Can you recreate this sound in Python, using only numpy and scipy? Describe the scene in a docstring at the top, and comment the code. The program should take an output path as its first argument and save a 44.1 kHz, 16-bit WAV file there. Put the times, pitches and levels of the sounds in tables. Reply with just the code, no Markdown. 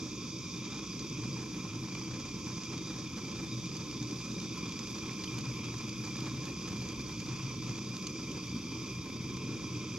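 """A roaring, hissing gas blowtorch heats a copper fitting in a small room, heard in stereo.
The flame is coloured noise that rumbles, booms and roars in the room's low modes, with dull thumps.
Narrow resonances in noise ring as the burner tube and its mouth; bright noise is the hiss of the jet.
Where the flame strikes the fitting it flutters in ragged noise, and later sputters in short puffs.
The hot flux sizzles and spits in decaying noise bursts, and twice squeaks in a tiny gliding tone."""
import sys
import numpy as np
from scipy import signal
from scipy.fft import rfft, irfft, next_fast_len
from scipy.io import wavfile
from scipy.ndimage import uniform_filter1d, map_coordinates

SR = 44100
rng = np.random.default_rng(int(sys.argv[2]) if len(sys.argv) > 2 else 0)


def to_wav(s):
    """Save 16-bit WAV."""
    ch = np.atleast_2d(s).T  # columns
    pcm = np.round(np.clip(ch, -1, 1) * 32767)  # PCM
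    wavfile.write(sys.argv[1], SR, pcm.astype(np.int16))


N = 440118

# How hard the flux boils. Each row: time in seconds, spits per second, typical spit size in dB.
BOIL = [(0, 6, -58), (1.5, 12, -46), (4.1, 27, -50), (4.8, 44, -55), (6.5, 51, -48.5), (7.9, 27, -48),
        (8.5, 33, -65), (9.98, 8.7, -52)]
# A spectrum far below any resonance, so that only the resonances sound: (Hz, dB per Hz).
DARK = [(1000, -90)]
LOW_EVEN_S = 0.43  # the lowest noise holds its strength over this time
WANDER_RATE = 5  # knots per second in the unsteady gas flow


def amp(db):
    """Decibels to gain."""
    return 10 ** (np.asarray(db) / 20)


def unit(x):
    """Scale to rms 1."""
    return x / np.sqrt(np.mean(x ** 2) + 1e-20)


def along(points, hz):
    """Read (Hz, value) points on a log frequency axis."""
    f, v = np.transpose(points)
    return np.interp(np.log(hz + 1), np.log(f + 1), v)


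def curves(rows):
    """One value per sample for each column after the time."""
    s, *cols = np.transpose(rows)
    return [np.interp(np.arange(N) / SR, s, c) for c in cols]


def wobble(rate):
    """A smooth random curve of rms 1 with rate knots a second."""
    knots = rng.standard_normal(8192)
    return unit(map_coordinates(knots, [np.arange(N) * rate / SR], mode="wrap"))


def swell(s, length):
    """A smooth rise and fall around time s."""
    return np.exp(-(2 * (np.arange(N) / SR - s) / length) ** 2)


def filtered(x, response):
    """Shape x by a response that is a function of frequency."""
    m = next_fast_len(N + 8192)
    return irfft(rfft(x, m) * response(np.fft.rfftfreq(m, 1 / SR)), m)[..., :N]


def add(track, s, sound):
    """Mix a sound into a track at time s."""
    part = track[round(s * SR):][:len(sound)]
    part += sound[:len(part)]


def rush(spectrum, modes=()):
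    """Turbulence of rms 1, coloured by a spectrum and resonances, as the two microphones hear it."""
    # How alike the two microphones are. Each row: frequency in Hz, likeness from 0 to 1.
    alike = [(30, .9), (100, .985), (450, 0.97), (680, 0.7), (1050, 0.98), (1900, 0.59), (2400, 1),
             (3000, 0.78), (4200, 0.93), (4900, 0.99), (6000, 0.45), (7000, 0.87), (8000, 0.36),
             (14000, 0.31)]
    # Stereo balance. Each row: frequency in Hz, left minus right in dB.
    balance = [(120, 0.7), (200, .1), (450, 0), (800, -3), (1050, -3.3), (1400, 0), (2300, 0), (2700, 2),
               (3100, 1.5), (3750, 0.5), (4450, -5.5), (4900, -2.5), (5750, -5), (6400, -9.5), (6900, -2),
               (9000, -5), (13000, -4.8)]
    # Stereo phase. Each row: frequency in Hz, radians by which left leads.
    lead = [(100, -.02), (220, -.1), (420, -.11), (700, -.37), (1100, -.12), (1700, -0.48), (5000, -0.93),
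            (6150, -1.27), (6600, -0.58), (7400, -0.96), (9000, -2.04)]
    m = next_fast_len(N + 8192)
    hz = np.fft.rfftfreq(m, 1 / SR)
    power = amp(along(spectrum, hz)) ** 2
    for centre, width, db in modes:
        resonance = amp(db) / (1 + 2 * ((hz - centre) / width) ** 2)
        power = power + resonance ** 2
    # the direct sound is shared; the walls' answer differs from side to side
    shared, apart = rfft(rng.standard_normal((2, m))) * np.sqrt(power)
    turn = np.arccos(np.clip(along(alike, hz), 0, 1)) / 2
    side = np.array([[1], [-1]])  # left, right
    pair = np.cos(turn) * shared + side * np.sin(turn) * apart
    pair = pair * amp(side * along(balance, hz) / 2)
    pair = pair * np.exp(1j * side * along(lead, hz) / 2)
    return unit(irfft(pair, m)[:, :N])


def evened(x, seconds):
    """Noise with its swings slower than the given time taken out."""
    power = uniform_filter1d(np.mean(x ** 2, axis=0), max(int(seconds * SR), 1))
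    return unit(x / np.sqrt(np.abs(power) + 1e-9))


def drifting(x, ratio):
    """Shift every resonance of a sound by a moving pitch ratio, reading it faster or slower."""
    position = np.cumsum(ratio)
    return np.array([map_coordinates(channel, [position], mode="mirror") for channel in x])


def burst(t60, attack):
    """The envelope of a pop that dies away between the near walls."""
    t = np.arange(SR // 8) / SR
    return amp(-60 * t / t60) * (1 - np.exp(-t / attack))


def crackle(rate, size_db, t60):
    """The envelope of tiny bubbles bursting at random, rate a second, their powers added."""
    chance, size = rng.random(N), rng.standard_normal(N)
    ticks = (chance < rate / SR) * amp(size_db + 2 * np.clip(size, -1.5, 1.5))
    tick = burst(t60, attack=.0002)
    return np.sqrt(np.abs(signal.fftconvolve(ticks ** 2, tick ** 2)[:N]))


def flame_depths():
    """Unsteady burning drones and rumbles at the bottom and booms in the room's strongest mode."""
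    # Levels of the three low layers. Each row: time in seconds, level in dB.
    drone_level = [(0, -65), (1.3, -60), (3.5, -62), (4.2, -64), (4.6, -62), (5.3, -64), (6.4, -61),
                   (6.8, -55), (7.3, -60), (8.1, -63), (8.8, -61), (9.3, -65), (9.98, -63)]
    rumble_level = [(0, -56), (.9, -60), (1.25, -56.5), (1.5, -63), (2.3, -55), (3, -55), (3.75, -56),
                    (4.1, -60), (4.5, -57), (5.7, -56.5), (6.55, -57), (6.8, -49.5), (7.1, -58), (7.7, -59),
                    (8.1, -57), (8.8, -52.5), (9.4, -53), (9.98, -55)]
    boom_level = [(0, -50.5), (.5, -48), (.88, -53), (1.32, -40), (1.48, -51), (1.7, -45), (2.3, -46.5),
                  (2.55, -49), (2.9, -45), (3.1, -51), (3.55, -43.5), (4.55, -48), (4.75, -50),
                  (5.2, -49.5), (5.48, -38.5), (5.68, -46), (5.85, -41), (6.08, -47.5), (6.35, -38.5),
                  (6.55, -52.5), (6.8, -43), (7.1, -49.5), (7.3, -41), (7.5, -42), (7.68, -39.5),
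                  (7.95, -50), (8.85, -47.5), (9.4, -44), (9.98, -44.5)]
    # Their smooth spectra. Each row: frequency in Hz, relative dB per Hz.
    drone_spectrum = [(18, -30), (28, -22), (40, -12), (52, -3), (68, -3), (85, -20), (120, -51)]
    rumble_spectrum = [(50, -50), (66, -20), (77, -11), (95, -8), (112, -23), (200, -66)]
    boom_spectrum = [(75, -41), (103, -8), (140, 2.5), (165, -38), (250, -72)]
    # Their resonances. Each row: frequency in Hz, width in Hz, relative dB.
    drone_modes = [(62, 5, 8)]
    rumble_modes = [(90, 21, 0)]
    boom_modes = [(123.1, 14.7, 12)]
    (drone_db,), (rumble_db,), (boom_db,) = curves(drone_level), curves(rumble_level), curves(boom_level)
    uneven_rumble = amp(1.5 * wobble(16)) * rush(rumble_spectrum, rumble_modes)
    rumble = amp(rumble_db) * evened(uneven_rumble, LOW_EVEN_S)
    boom = amp(boom_db) * evened(rush(boom_spectrum, boom_modes), LOW_EVEN_S)
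    drone = amp(drone_db + 1.7 * wobble(15)) * evened(rush(drone_spectrum, drone_modes), LOW_EVEN_S)
    return drone + rumble + boom


def roar(eddies):
    """The flame roars in the room's low modes, fills out at the start and now and then surges or sags."""
    # Momentary surges. Each row: time in seconds, length in seconds, change of the roar in dB.
    surges = [(0.02, 0.05, 3.5), (0.32, 0.065, -2), (0.45, 0.055, -3.5), (0.877, 0.05, -2), (1.26, 0.2, 2),
              (1.577, 0.12, 2), (1.707, 0.039, -5), (2.267, 0.08, -4), (2.66, 0.09, -3), (2.78, 0.06, 2.5),
              (3.096, 0.044, -6), (3.418, 0.05, 2.5), (3.88, 0.045, -2.5), (4.126, 0.082, 2.5),
              (4.215, 0.043, -6.5), (4.352, 0.1, 3.5), (4.88, 0.24, -1), (5.408, 0.05, 1),
              (5.77, 0.042, -5), (6.742, 0.044, 5), (7.1, 0.068, -2.5), (7.44, 0.15, -3), (8.32, 0.036, 4),
              (8.46, 0.041, -5), (8.56, 0.06, 2.5), (8.98, 0.24, -1.7), (9.31, 0.035, 2.5), (9.52, 0.2, 1),
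              (9.763, 0.08, 2)]
    # The smooth spectrum. Each row: frequency in Hz, relative dB per Hz.
    roar_spectrum = [(110, -39), (150, -6), (200, -5.5), (260, -5.5), (285, -10), (345, -10), (390, -14.5),
                     (470, -21), (590, -23.5), (650, -50), (900, -80)]
    # Modes of the room. Each row: frequency in Hz, width in Hz, relative dB.
    room_modes = [(176.2, 14.2, -0.5), (211.7, 14, -3.5), (268, 10, -8.5), (302.5, 8.4, -0.5),
                  (322.8, 13.3, -2), (428, 19, -13.5), (460.7, 8.9, -15.5)]
    steady_db, softer_db, settle_s, even_s = -42, 1.2, 1, .1
    roar_db = steady_db - softer_db * np.exp(-np.arange(N) / SR / settle_s)
    roar_db = roar_db + sum(db * swell(s, length) for s, length, db in surges)
    shaken = amp(1.07 * eddies + 0.9 * wobble(24)) * rush(roar_spectrum, room_modes)
    return amp(roar_db) * evened(shaken, even_s)


def thumps():
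    """A pocket of gas burns at once: a single dull swing of pressure."""
    # Each row: time of the swing's middle in seconds, peak level in dB.
    pockets = [(0.026, -33), (1.289, -30), (1.57, -33), (1.765, -29), (4.017, -27), (4.366, -29),
               (4.435, -33), (4.635, -26.5), (5.341, -30), (5.494, -31), (6.223, -29), (6.34, -31),
               (7.701, -31), (8.547, -29), (8.564, -31), (9.468, -34), (9.493, -28), (9.787, -33)]
    strongest_hz = 206
    out = np.zeros(N)
    t = np.arange(SR // 50) / SR
    u = (np.pi * strongest_hz * (t - t.mean())) ** 2
    for s, db in pockets:
        add(out, s - t.mean(), amp(db) * (2 * u - 1) * np.exp(-u))
    return out


def burner(eddies, flow):
    """The gas keeps the air in the burner tube and at its mouth ringing; the pitch wanders with the flow."""
    # Ring of the tube, then of its mouth. Each row: time in seconds, level in dB.
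    tube_ring = [(0, -52.5), (.7, -50.5), (4.2, -51), (5.3, -48.5), (7.6, -50.5), (8.5, -50), (9.98, -49.5)]
    mouth_ring = [(0, -56), (1, -57), (1.45, -61.5), (3, -57.5), (3.7, -55.5), (4.5, -56), (5.8, -59.5),
                  (8.7, -58.5), (9.98, -59.5)]
    # Drift as the torch is held; only its ratio to the mean counts.
    # Each row: time in seconds, pitch of the tube's strongest resonance in Hz.
    tube_pitch = [(0.0, 2400), (1.0, 2414), (1.28, 2385), (6.89, 2408), (9.98, 2383)]
    # Resonances of the tube, then of its mouth. Each row: frequency in Hz, width in Hz, relative dB.
    tube_modes = [(917, 21, -9.5), (1047, 56, -6.5), (1064, 43, -4), (2120, 77, -12.5), (2272, 61, -8.5),
                  (2396, 57, 2), (2485, 246, -6.5), (1215, 185, -11), (3300, 330, -11.5), (3323, 79, -10.5)]
    mouth_modes = [(3520, 117, -2), (3742, 45, -0.5), (3880, 210, -11)]
    tube_wander, mouth_wander, tube_waver = 0.002985, .007, .006  # shares of the pitch (rms)
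    waver_rate = 18  # knots per second of the quick waver
    even_s = .13  # the tube's ring holds its strength over this time
    (tube_db,), (mouth_db,), (pitch,) = curves(tube_ring), curves(mouth_ring), curves(tube_pitch)
    steady_tube = evened(rush(DARK, tube_modes), even_s)
    tube_ratio = pitch / pitch.mean() + tube_wander * flow + tube_waver * wobble(waver_rate)
    tube = drifting(steady_tube, tube_ratio)
    mouth = drifting(rush(DARK, mouth_modes), 1 + mouth_wander * flow)
    tube_gain = amp(tube_db + 0.24 * eddies + 0.86 * wobble(12))
    mouth_gain = amp(mouth_db + .5 * eddies + 0.91 * wobble(7))
    return tube_gain * tube + mouth_gain * mouth


def jet(eddies, flow):
    """Gas leaves the nozzle with a bright, finely crinkled hiss and a thin whistle."""
    # Level of the hiss, then of the whistle, which fades as the torch is moved.
    # Each row: time in seconds, level in dB.
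    hiss_level = [(0, -48.5), (1.05, -48), (1.75, -50), (2.7, -47), (3.08, -49.5), (3.35, -47.5),
                  (4.9, -47.5), (5.8, -48.5), (8.75, -48.5), (9.07, -51), (9.6, -49), (9.98, -49)]
    whistle_level = [(0, -54), (1, -57), (1.6, -58.5), (2.8, -58.5), (4.5, -73), (9.98, -70)]
    # The hiss's smooth spectrum. Each row: frequency in Hz, relative dB per Hz.
    jet_spectrum = [(1500, -70), (3000, -22.5), (4150, -22.5), (4550, -5), (5300, -5.5), (6250, -8.5),
                    (6700, -12.5), (7300, -18), (8200, -23), (8900, -31.5), (12000, -62), (15000, -80)]
    # Resonances of hiss and whistle. Each row: frequency in Hz, width in Hz, relative dB.
    jet_modes = [(4872, 122, 4), (5400, 110, -15), (5740, 116, 0), (5960, 120, -4.5), (6110, 140, -2.5),
                 (6950, 120, -10.5), (7600, 67, -17)]
    whistle_modes = [(5560, 73, -2), (6540, 250, -11)]
    jet_wander = .005  # share of the pitch (rms)
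    crinkle_db, crinkle_rate = 0.85, 420  # fine break-up of the hiss: depth (rms), knots per second
    (hiss_db,), (whistle_db,) = curves(hiss_level), curves(whistle_level)
    hiss = drifting(rush(jet_spectrum, jet_modes), 1 + jet_wander * flow)
    crinkle = unit(amp(0.5 * eddies + 0.3 * wobble(16) + crinkle_db * wobble(crinkle_rate)))
    whistle = amp(whistle_db) * rush(DARK, whistle_modes)
    return amp(hiss_db) * crinkle * hiss + whistle


def flutter(eddies):
    """The flame tears on the fitting in quick, ragged puffs that ring in the corner behind it."""
    # How squarely the flame meets the fitting.
    # Each row: time in seconds, flutter level in dB before a small trim.
    contact = [(0, -49), (.18, -60.5), (.5, -61), (.85, -56), (1.12, -58.5), (1.3, -54.5), (2, -53),
               (3.3, -53), (3.6, -54.5), (4.7, -55.5), (5.4, -53.5), (6.3, -52), (7.9, -54), (9, -57.5),
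               (9.35, -56.5), (9.98, -57.5)]
    # The flame presses on the fitting or slips off it.
    # Each row: time in seconds, length in seconds, change of the flutter in dB.
    gusts = [(0.02, 0.054, 1), (0.722, 0.11, 6.5), (1.245, 0.055, 5.5), (2.14, 0.1, 6), (2.316, 0.055, -7),
             (2.79, 0.041, 2.5), (2.843, .05, -4), (3.28, 0.22, 2.5), (3.52, 0.046, -7), (4.397, 0.055, 5),
             (6.153, 0.054, 4), (6.27, 0.059, 4), (6.748, .08, 3.5), (7.127, 0.07, -3.5), (7.7, 0.046, 4),
             (8.143, .05, -11), (9.496, 0.044, 3)]
    # The smooth spectrum. Each row: frequency in Hz, relative dB per Hz.
    flutter_spectrum = [(280, -4), (420, 8), (550, -3), (650, -9), (740, 4.5), (850, 1), (1000, 7),
                        (1300, -7.5), (1420, -4.5), (1900, -3.5), (2500, -5), (4200, -4.5), (6500, -4),
                        (8800, -20.5), (15000, -39)]
    # Resonances of the corner. 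Each row: frequency in Hz, width in Hz, relative dB.
    corner_modes = [(499, 11.5, 12.2), (548, 10, 4.9), (582, 13, 8.7), (1013, 38, 8.8), (1195, 90, 3.2),
                    (1305, 41, 9.7), (1496, 62, 0.54), (1682, 43, 1)]
    # slow sway and quick rags: depth in dB before limiting, knots per second
    sway_db, sway_rate, rag_db, rag_rate = 2.5, 18, 2.5, 260
    contact_db, = curves(contact)
    gust_db = sum(db * swell(s, length) for s, length, db in gusts)
    tearing_db = 3 * eddies + sway_db * wobble(sway_rate) + rag_db * wobble(rag_rate)
    tearing = unit(amp(10 * np.tanh(tearing_db / 10)))  # puffs have a largest size
    strength = amp(contact_db + gust_db - 0.38) * tearing
    return strength * rush(flutter_spectrum, corner_modes)


def sizzle(eddies):
    """A fine, grainy sizzle of tiny bubbles lies on top and grows as the flux boils harder."""
    # The smooth spectrum. 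Each row: frequency in Hz, relative dB per Hz.
    sizzle_spectrum = [(6000, -17), (8900, -2), (9500, -0.5), (10100, 0.5), (10800, 3), (12600, 2.5),
                       (13300, -4), (14300, -13), (15200, -30)]
    bed_db, db_per_doubling, reference_rate = -70.7, .9, 20  # bed level at the reference spits per second
    tick_db, ticks_per_spit, tick_t60_s = 5, 1.5, .014  # bubbles: typical size over the bed, number, decay
    rate, _ = curves(BOIL)
    boil_db = bed_db + db_per_doubling * np.log2(np.maximum(rate, 1) / reference_rate)
    grain = np.hypot(1, crackle(ticks_per_spit * rate, tick_db, tick_t60_s))
    return amp(boil_db + 0.45 * eddies + 0.85 * wobble(18)) * grain * rush(sizzle_spectrum)


def flux():
    """Boiling flux spits: many tiny ticks and some sharp ones with a top fizz."""
    # The loudest spits. Each row: time in seconds, level in dB (the crack is trimmed below it),
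    # level of the top fizz in dB relative to that.
    loud_spits = [(0.652, -38, -36), (0.9934, -34, -38), (1.098, -38, -36), (1.245, -38, -30),
                  (1.949, -32, -33), (2.0133, -46, -34), (2.635, -35, -38), (2.778, -35, -30),
                  (3.314, -41, -34), (3.657, -38, -27), (3.767, -35, -25), (3.912, -37, -32),
                  (4.027, -36.5, -34), (4.11, -37, -34), (4.212, -41, -29), (4.315, -37.5, -36),
                  (4.4, -34.5, -34), (4.578, -41, -20), (4.692, -37, -33), (4.722, -35, -26),
                  (4.791, -33, -33), (4.872, -36, -28), (4.971, -46, -20), (4.983, -37.5, -29),
                  (5.132, -39, -25), (5.238, -33, -28), (5.242, -35, -30), (5.343, -42, -18),
                  (5.383, -35, -18), (5.388, -35, -26), (5.408, -37, -33), (5.644, -39, -26),
                  (5.782, -38, -23), (5.893, -37, -20), (6.0511, -38, -21), (6.168, -37, -27),
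                  (6.2048, -38, -18), (6.257, -36, -30), (6.454, -33, -25), (6.49, -40, -21),
                  (6.5869, -42, -21), (6.607, -39, -33), (6.677, -38, -21), (6.687, -37, -24),
                  (6.769, -39, -31), (6.8209, -41, -21), (6.888, -35.5, -27), (6.919, -41, -21),
                  (7.014, -40, -20), (7.201, -34.5, -24), (7.2599, -39, -22), (7.3612, -38, -34),
                  (7.89, -44, -19), (7.967, -35, -28), (8.025, -43, -18), (8.069, -29.5, -26),
                  (8.0715, -37, -26), (8.316, -36, -22), (8.8598, -39, -34), (9.368, -38, -38)]
    # The crack's smooth spectrum. Each row: frequency in Hz, relative dB per Hz.
    spit_spectrum = [(600, -17), (1600, -9), (2400, 5), (4200, 3.5), (4900, 12.5), (5500, -2.5), (6500, 9),
                     (7800, -8), (9000, -21.5), (12500, -26), (15500, -32)]
    fizz_spectrum = [(6000, -30), (8500, 4.5), (12800, 0), (15300, -13)]  # the same for the fizz
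    snap_db, snap_t60_s = -4.5, 0.0063  # the direct snap of a spit, over its echo between the walls
    rate, size_db = curves(BOIL)
    crack = crackle(rate, size_db, t60=0.021)
    fizz = np.zeros(N)
    echo = burst(t60=0.027, attack=0.00024)
    spit = echo + amp(snap_db) * burst(t60=snap_t60_s, attack=.0001)
    for s, db, fizz_db in loud_spits:
        add(crack, s, amp(db - 5.5) * spit)
        add(fizz, s, amp(db + fizz_db) * spit)
    return crack * rush(spit_spectrum) + fizz * rush(fizz_spectrum)


def puffs():
    """The flame catches on an edge and sputters, which rings the burner tube."""
    # Each row: time in seconds, level in dB.
    catches = [(1.234, -40), (1.370, -43), (1.649, -40), (1.733, -45), (1.949, -36), (2.012, -40),
               (2.164, -43), (4.664, -45), (4.959, -45), (5.240, -41), (5.383, -40), (5.683, -43),
               (6.153, -40), (6.247, -46), (6.265, -40), (6.477, -40), (7.706, -43), (9.37, -40.5)]
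    # The smooth spectrum. Each row: frequency in Hz, relative dB per Hz.
    puff_spectrum = [(350, -30), (520, -4), (650, -14), (850, -2), (1300, -6), (1600, -9), (2100, -12),
                     (3300, -15), (5000, -18), (8000, -40)]
    # Resonances. Each row: frequency in Hz, width in Hz, relative dB.
    puff_modes = [(1040, 130, 9.8), (2300, 180, 1)]
    t60_s, attack_s, even_s = 0.04, 0.0015, 0.0049
    strength = np.zeros(N)
    for s, db in catches:
        add(strength, s, amp(db) * burst(t60_s, attack_s))
    return strength * evened(rush(puff_spectrum, puff_modes), even_s)


def squeaks():
    """Vapour squeezes out of the joint in tiny gliding chirps, a few milliseconds each."""
    # Each row: time of the peak in seconds, pitch at the peak in Hz, peak level in dB,
    # rise time in seconds, glide in Hz per second.
    chirps = [(5.0948, 2400, -38.5, .0013, -240000), (5.2768, 3150, -37.5, 0.002, 30000)]
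    out = np.zeros(N)
    t = np.arange(SR // 20) / SR
    for s, hz, db, rise, glide in chirps:
        phase = 2 * np.pi * np.cumsum(hz + glide * (t - rise)) / SR
        phase = phase + np.cumsum(.05 * rng.standard_normal(len(t)))  # the tone is slightly rough
        envelope = (t / rise) ** 2 * np.exp(2 - 2 * t / rise)
        add(out, s - rise, amp(db) * envelope * np.sin(phase))
    return out


def walls(hz):
    """Echoes of the walls, a short decaying noise tail, cut fine ripples into the treble."""
    t = np.arange(SR // 5) / SR
    tail = rng.standard_normal((2, len(t))) * amp(-60 * t / .2) * (t > .008)
    answer = rfft(tail / np.linalg.norm(tail[0]), 2 * (len(hz) - 1))
    wet = .16 * np.clip(hz / 3000, 0, 1) ** 2  # full from 3 kHz up
    return 1 + wet * answer


def scene():
    """The same eddies shake the roar, ring, hiss, flutter and sizzle; the walls answer everything."""
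    eddies, flow = wobble(85), wobble(WANDER_RATE)
    flame = flame_depths() + roar(eddies) + thumps()
    torch = flame + burner(eddies, flow) + jet(eddies, flow)
    joint = flutter(eddies) + sizzle(eddies) + flux() + puffs() + squeaks()
    return filtered(torch + joint, walls)


def record(dry):
    """Nothing is kept above a sharp band limit in the top treble."""
    top_hz = 15400
    return filtered(dry, lambda hz: hz < top_hz)


dry = scene()
out = record(dry)
to_wav(out)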